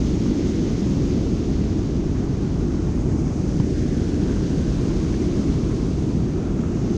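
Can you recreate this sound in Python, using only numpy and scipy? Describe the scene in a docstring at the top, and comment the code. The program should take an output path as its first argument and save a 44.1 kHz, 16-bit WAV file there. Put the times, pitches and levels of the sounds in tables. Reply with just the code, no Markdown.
"""Water pours steadily over a dam spillway, heard from the steel walkway on its crest.
From the start, air clouds throb in the plunge pool as a deep roar, bubbles churn in the tailwater
and spray hisses above; from 0.3 s falling water slaps now and then. The hand-held microphone swings
round, which shades the hiss and shifts its hollow ring. A short plop comes near 3 s; from 3.6 s
the walkway ticks faintly. After 5.2 s the microphone swings part of the way back."""
import sys
import numpy as np
from scipy import signal
from scipy.fft import rfft, irfft
from scipy.io import wavfile

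SR = 44100
rng = np.random.default_rng(int(sys.argv[2]) if len(sys.argv) > 2 else 0)


def output_pcm(signal):
    """Save a mono or channel-first signal as 16-bit PCM at the path in sys.argv[1].

    Samples are clipped to [-1, 1] before scaling.
    """
    pcm = np.clip(np.atleast_2d(signal).T, -1, 1) * 32767
    wavfile.write(sys.argv[1], SR, np.round(pcm).astype(np.int16))


N = 307377
TIME = np.arange(N) / SR
FREQS = np.maximum(np.fft.rfftfreq(N, 1 / SR), 1)

# Spectrum of churn and spray. Each row: frequency in Hz, gain in dB.
RUSH_SPECTRUM = [(500, 0), (700, -9.5), (900, -16.5), (1300, -19), (1850, -19.5), (3000, -22), (4100, -23),
                 (5500, -21), (6400, -19), (7200, -26), (8000, -32.5), (9500, -42.5), (11400, -55)]
# Microphone swing. Each row: time in seconds, heading in degrees
# (0 and 180 along the walkway, 90 over the lake, facing away from the falls).
MIC_HEADING = [(0, 16), (1.3, 56), (2.0, 89), (3.3, 126), (3.75, 156), (5.2, 182), (5.65, 151), (6.1, 132),
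               (6.55, 96), (6.97, 66)]


def from_db(db):
    """Decibels to gain."""
    return 10 ** (np.asarray(db) / 20)


def unit_rms(x):
    """Scale to rms 1."""
    return x / np.sqrt(np.mean(x ** 2) + 1e-20)


def per_sample(rows):
    """Interpolate each column after the first (time in seconds) to every sample."""
    times_s, *columns = np.transpose(rows)
    return [np.interp(TIME, times_s, column) for column in columns]


def coloured(x, spectrum):
    """Filter by a curve of (Hz, dB) points."""
    hz, db = np.transpose(spectrum)
    gain_db = np.interp(np.log(FREQS), np.log(hz), db)
    return irfft(rfft(x) * from_db(gain_db), N)


def band(x, low_hz, high_hz, order=6):
    """Soft-edged band-pass, scaled to rms 1."""
    power = 1 / (1 + (low_hz / FREQS) ** (2 * order)) / (1 + (FREQS / high_hz) ** (2 * order))
    return unit_rms(irfft(rfft(x) * np.sqrt(power), N))


def drift(rate_hz):
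    """Slow random wander, rms 1."""
    return unit_rms(irfft(rfft(rng.standard_normal(N)) / (1 + (FREQS / rate_hz) ** 2), N))


def ring(drive, hz, t60_s):
    """One mode: a unit click starts a decaying sine of height 1."""
    radius = from_db(-60 / (t60_s * SR))
    step_rad = 2 * np.pi * hz / SR
    feedback = [1, -2 * radius * np.cos(step_rad), radius * radius]
    return signal.lfilter([0, np.sin(step_rad)], feedback, drive + 1e-18)


def collapses(per_s, spread_db):
    """Random clicks of either sign, many small and a few large."""
    born = rng.random(N) < per_s / SR
    size = from_db(spread_db * np.minimum(rng.exponential(1, N), 4))
    return born * size * rng.choice([-1, 1], N)


def facing(target_deg, width_deg):
    """How nearly the microphone points along a heading, 0-1."""
    heading_deg, = per_sample(MIC_HEADING)
    return np.exp(-((heading_deg - target_deg) / width_deg) ** 2)


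def mic_gain(level_db, half_turn_db, shadow_db, darkest_deg, width_deg):
    """Gain that tilts with heading and dips as the microphone turns its back on the falls."""
    heading_deg, = per_sample(MIC_HEADING)
    tilt_db = half_turn_db * heading_deg / 180
    return from_db(level_db + tilt_db - shadow_db * facing(darkest_deg, width_deg))


def plunge_pool(surge_db=0.5, swell_half_s=0.1):
    """Clouds of entrained air pulse as a whole: big ones rumble, smaller ones roar."""
    # Air cloud spectrum. Each row: frequency in Hz, gain in dB.
    spectrum = [(8, -25), (30, -8), (48, 2), (70, -0.5), (105, -1), (140, -1), (210, -2.5), (310, -2.5),
                (380, -6.5), (450, -14), (530, -21), (800, -28.5)]
    # Brief swells in the low roar. Each row: peak time in seconds, lift in dB.
    swells = [(0.3, 1), (1.17, 1.5), (3.5, 1), (5.24, 2)]
    rumble = band(coloured(rng.standard_normal(N), spectrum), 8, 213)
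    rumble *= mic_gain(-22.2, half_turn_db=0.05, shadow_db=0.7, darkest_deg=110.5, width_deg=48)
    roar = band(coloured(rng.standard_normal(N), spectrum), 189, 695)
    roar *= mic_gain(-23.5, half_turn_db=-0.52, shadow_db=2.5, darkest_deg=102, width_deg=34)
    swell_db = sum(db * np.exp(-((TIME - peak_s) / swell_half_s) ** 2) for peak_s, db in swells)
    return rumble + roar * from_db(swell_db + surge_db * drift(rate_hz=2.1))


def bubbles(pitches_hz, per_s, t60_cycles, spread_db):
    """Bubbles ring briefly at random times, each at one of the pitches; one signal per pitch."""
    return [ring(collapses(per_s / len(pitches_hz), spread_db), hz, t60_cycles / hz)
            for hz in pitches_hz]


def tailwater(bubble_db=-1.5, gurgle_db=-14):
    """Single bubbles and sparse, larger gurgles ring over the blur of countless farther ones."""
    voices = bubbles(np.linspace(550, 1900, 16), per_s=1100, t60_cycles=20, spread_db=2.5)
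    bubbling = unit_rms(sum(unit_rms(voice) for voice in voices))
    blur = band(rng.standard_normal(N), 500, 2000)
    gurgles = sum(bubbles(np.geomspace(780, 1600, 11), per_s=22, t60_cycles=30, spread_db=0.91))
    water = blur + from_db(bubble_db) * bubbling + from_db(gurgle_db) * unit_rms(gurgles)
    churn = band(coloured(water, RUSH_SPECTRUM), 683, 1446)
    return churn * mic_gain(-46, half_turn_db=0.45, shadow_db=0, darkest_deg=61, width_deg=25.5)


def droplets(low_hz, high_hz, per_s=9000, impact_db=-5, flutter_db=0.53):
    """One size class of spray: tiny impacts on a smooth hiss."""
    hiss = rng.standard_normal(N)
    impacts = from_db(impact_db) * unit_rms(collapses(per_s, spread_db=2.6))
    register = band(coloured(hiss + impacts, RUSH_SPECTRUM), low_hz, high_hz, order=8)
    return register * from_db(flutter_db * drift(rate_hz=17))


def spray():
    """Five registers of spray, each shaded differently as the microphone turns."""
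    splash = droplets(1400, 2710, per_s=1500, impact_db=-1)
    splash *= mic_gain(-49.5, half_turn_db=1, shadow_db=4.5, darkest_deg=105, width_deg=63)
    hiss = droplets(2730, 5040)
    hiss *= mic_gain(-47.5, half_turn_db=-0.9, shadow_db=5.5, darkest_deg=109.5, width_deg=45)
    mist = droplets(4790, 7560)
    mist *= mic_gain(-47.5, half_turn_db=-1, shadow_db=5, darkest_deg=106.5, width_deg=51)
    fine_mist = droplets(8170, 11500)
    fine_mist *= mic_gain(-62, half_turn_db=2.5, shadow_db=4.5, darkest_deg=88, width_deg=42.5)
    # Top of the hiss. Each row: frequency in Hz, gain in dB.
    sheen_spectrum = [(11300, -7.5), (12500, 0), (13500, -4), (15500, -10)]
    sheen = band(coloured(rng.standard_normal(N), sheen_spectrum), 11600, 16500, order=16)
    sheen *= mic_gain(-75.8, half_turn_db=-4, shadow_db=7.5, darkest_deg=123, width_deg=40)
    return splash + hiss + mist + fine_mist + sheen


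def with_echo(x, delay_s, strength, low_hz, high_hz):
    """Add a band-limited copy over a changing path: a moving comb filter."""
    reflected = irfft(rfft(x) / (1 + (low_hz / FREQS) ** 6) / (1 + (FREQS / high_hz) ** 6), N)
    return x + strength * np.interp(TIME - delay_s, TIME, reflected)


def railing_echo(rush, sound_cm_per_s=34300, near_cm=5.8, near_strength=0.36):
    """The railing answers sooner and louder when near, less when the microphone faces the lake."""
    # Microphone to railing. Each row: time in seconds, distance in cm.
    railing_gap = [(0, 14.3), (1.2, 14.5), (2.75, 16.6), (3.45, 13.4), (3.68, 6.7), (4.1, 11.6),
                   (4.6, 11.5), (5.35, 16.5), (5.75, 13.3), (6.6, 14), (6.97, 13.5)]
    gap_cm, = per_sample(railing_gap)
    pickup = 1 - 0.79 * facing(target_deg=80, width_deg=20)
    strength = near_strength * near_cm / gap_cm * pickup
    return with_echo(rush, 2 * gap_cm / sound_cm_per_s, strength, low_hz=650, high_hz=2200)


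def steelwork_ring(rush):
    """The rush rings hollow among the steelwork: two bands glide as the microphone moves."""
    # Lower and upper resonance. Each row: time in seconds, pitch in Hz, lift in dB (negative cuts).
    low_glide = [(0, 904, 1), (2.5, 903, 0.5), (3.0, 900, 1.5), (3.3, 790, 4.5), (3.58, 800, 4),
                 (3.76, 930, -7), (4.0, 955, 1), (4.9, 1030, 3.5), (5.3, 1010, 2.5), (5.7, 1070, 3.5),
                 (5.95, 1000, 2.5), (6.6, 720, 1.5)]
    high_glide = [(0, 2000, 1.5), (0.7, 2100, 4), (1.3, 1700, -2), (1.85, 1580, 0.5), (2.35, 1470, 2),
                  (2.78, 1450, 5.5), (3.05, 1380, 1.5), (3.45, 1550, -3), (3.78, 1790, 3), (4.1, 1530, 3),
                  (4.5, 1580, 3), (4.95, 1450, 1), (5.4, 1500, 1), (6.25, 1400, -3), (6.45, 1430, 4.5),
                  (6.65, 1280, 4.5), (6.97, 1290, 3.5)]
    for glide, width_hz in ((low_glide, 160), (high_glide, 190)):
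        hz, lift_db = per_sample(glide)
        carrier = np.exp(2j * np.pi * np.cumsum(hz) / SR)
        pole = np.exp(-np.pi * width_hz / SR)
        # Shift the pitch to 0 Hz, low-pass, shift back.
        baseband = signal.lfilter([1 - pole], [1, -pole], rush / carrier)
        resonance = 2 * np.real(baseband * carrier)
        rush = rush + (from_db(lift_db) - 1) * resonance
    return rush


def slaps(rise_s=0.007, width_octaves=0.7):
    """A sheet of water slaps the pool and stands out of the churn for an instant."""
    # Each row: peak time in seconds, level in dB, pitch in Hz, decay in seconds.
    sheet_impacts = [(0.262, -43, 800, 0.022), (1.168, -51, 1150, 0.025), (1.732, -46.5, 850, 0.012),
                     (2.16, -46, 1200, 0.036), (3.097, -47, 980, 0.02), (3.315, -49, 770, 0.02),
                     (4.369, -45, 780, 0.02), (5.701, -49, 1200, 0.016)]
    edge_ratio = 2 ** (width_octaves / 2)
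    out = 0
    for peak_s, db, hz, decay_s in sheet_impacts:
        age_s = TIME - peak_s
        falloff = np.where(age_s < 0, (age_s / rise_s) ** 2, age_s / decay_s)
        envelope = np.exp(-np.minimum(falloff, 20))
        noise = band(rng.standard_normal(N), hz / edge_ratio, hz * edge_ratio, order=3)
        out += from_db(db) * envelope * noise
    return out


def plop_and_ticks(drive_cutoff_hz=3900, scuff_s=0.0037, scuff_db=-17.5):
    """A short plop, then faint walkway ticks: a click and scuff ring damped modes around a pitch."""
    # The plop comes first. Each row: start in seconds, level in dB, pitch in Hz, spread in octaves.
    events = [(2.976, -35.5, 950, 0.3), (3.599, -35.5, 1150, 4.2), (5.14, -38, 1400, 1),
              (6.634, -36, 1300, 0.4)]
    # Damped modes. Each row: frequency in Hz, gain in dB, 60 dB decay time in seconds.
    modes = [(130, 29.5, 0.043), (775, 3, 0.019), (960, 4, 0.018), (1300, 0, 0.014), (1710, -3.5, 0.025),
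             (2150, -0.5, 0.014), (3090, -4.5, .012), (4600, -6, .01)]
    softening = signal.butter(2, drive_cutoff_hz, fs=SR, output="sos")
    out = 0
    for start_s, db, pitch_hz, spread_octaves in events:
        age_s = TIME - start_s
        scuff_envelope = (age_s >= 0) * np.exp(-np.minimum(np.abs(age_s) / scuff_s, 20))
        onset = from_db(scuff_db) * rng.standard_normal(N) * scuff_envelope
        onset[round(start_s * SR)] += 1  # the click
        drive = signal.sosfilt(softening, onset)
        for k, (hz, mode_db, t60_s) in enumerate(modes):
            share = np.exp(-(np.log2(hz / pitch_hz) / spread_octaves) ** 2)
            out += ring(drive, hz, t60_s) * from_db(db + mode_db) * share * (-1) ** k
    return out


def hand_echo(rush):
    """The hand holding the microphone gets in the way once on each turn and adds a short detour."""
    # Each row: centre in seconds, half length in seconds, delay in ms, its sweep in ms/s, strength 0-1.
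    passes = [(3.27, 0.36, 0.14, 0.04, 0.4), (6.66, 0.28, 0.11, 0.095, 0.38)]
    for centre_s, half_s, detour_ms, sweep_ms_per_s, peak in passes:
        offset_s = TIME - centre_s
        delay_s = (detour_ms + sweep_ms_per_s * offset_s) / 1000
        strength = peak * np.exp(-(offset_s / half_s) ** 2)
        rush = with_echo(rush, delay_s, strength, low_hz=2300, high_hz=8000)
    return rush


def scene(gush_db=0.29):
    """Roar below, churn and spray gushing together above, slaps, a plop and ticks; mono."""
    rush = (tailwater() + spray()) * from_db(gush_db * drift(rate_hz=16))
    rush = steelwork_ring(hand_echo(railing_echo(rush)))
    return (plunge_pool() + rush + slaps() + plop_and_ticks())[None]


def record(dry, fade_s=0.003, cutoff_hz=15700):
    """Fade both ends and cut the top steeply."""
    fade = np.clip(np.minimum(TIME, TIME[-1] - TIME) / fade_s, 0, 1)
    lowpass = signal.ellip(10, 0.1, 80, cutoff_hz, fs=SR, output="sos")
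    return signal.sosfilt(lowpass, dry * fade)


dry = scene()
out = record(dry)
output_pcm(out)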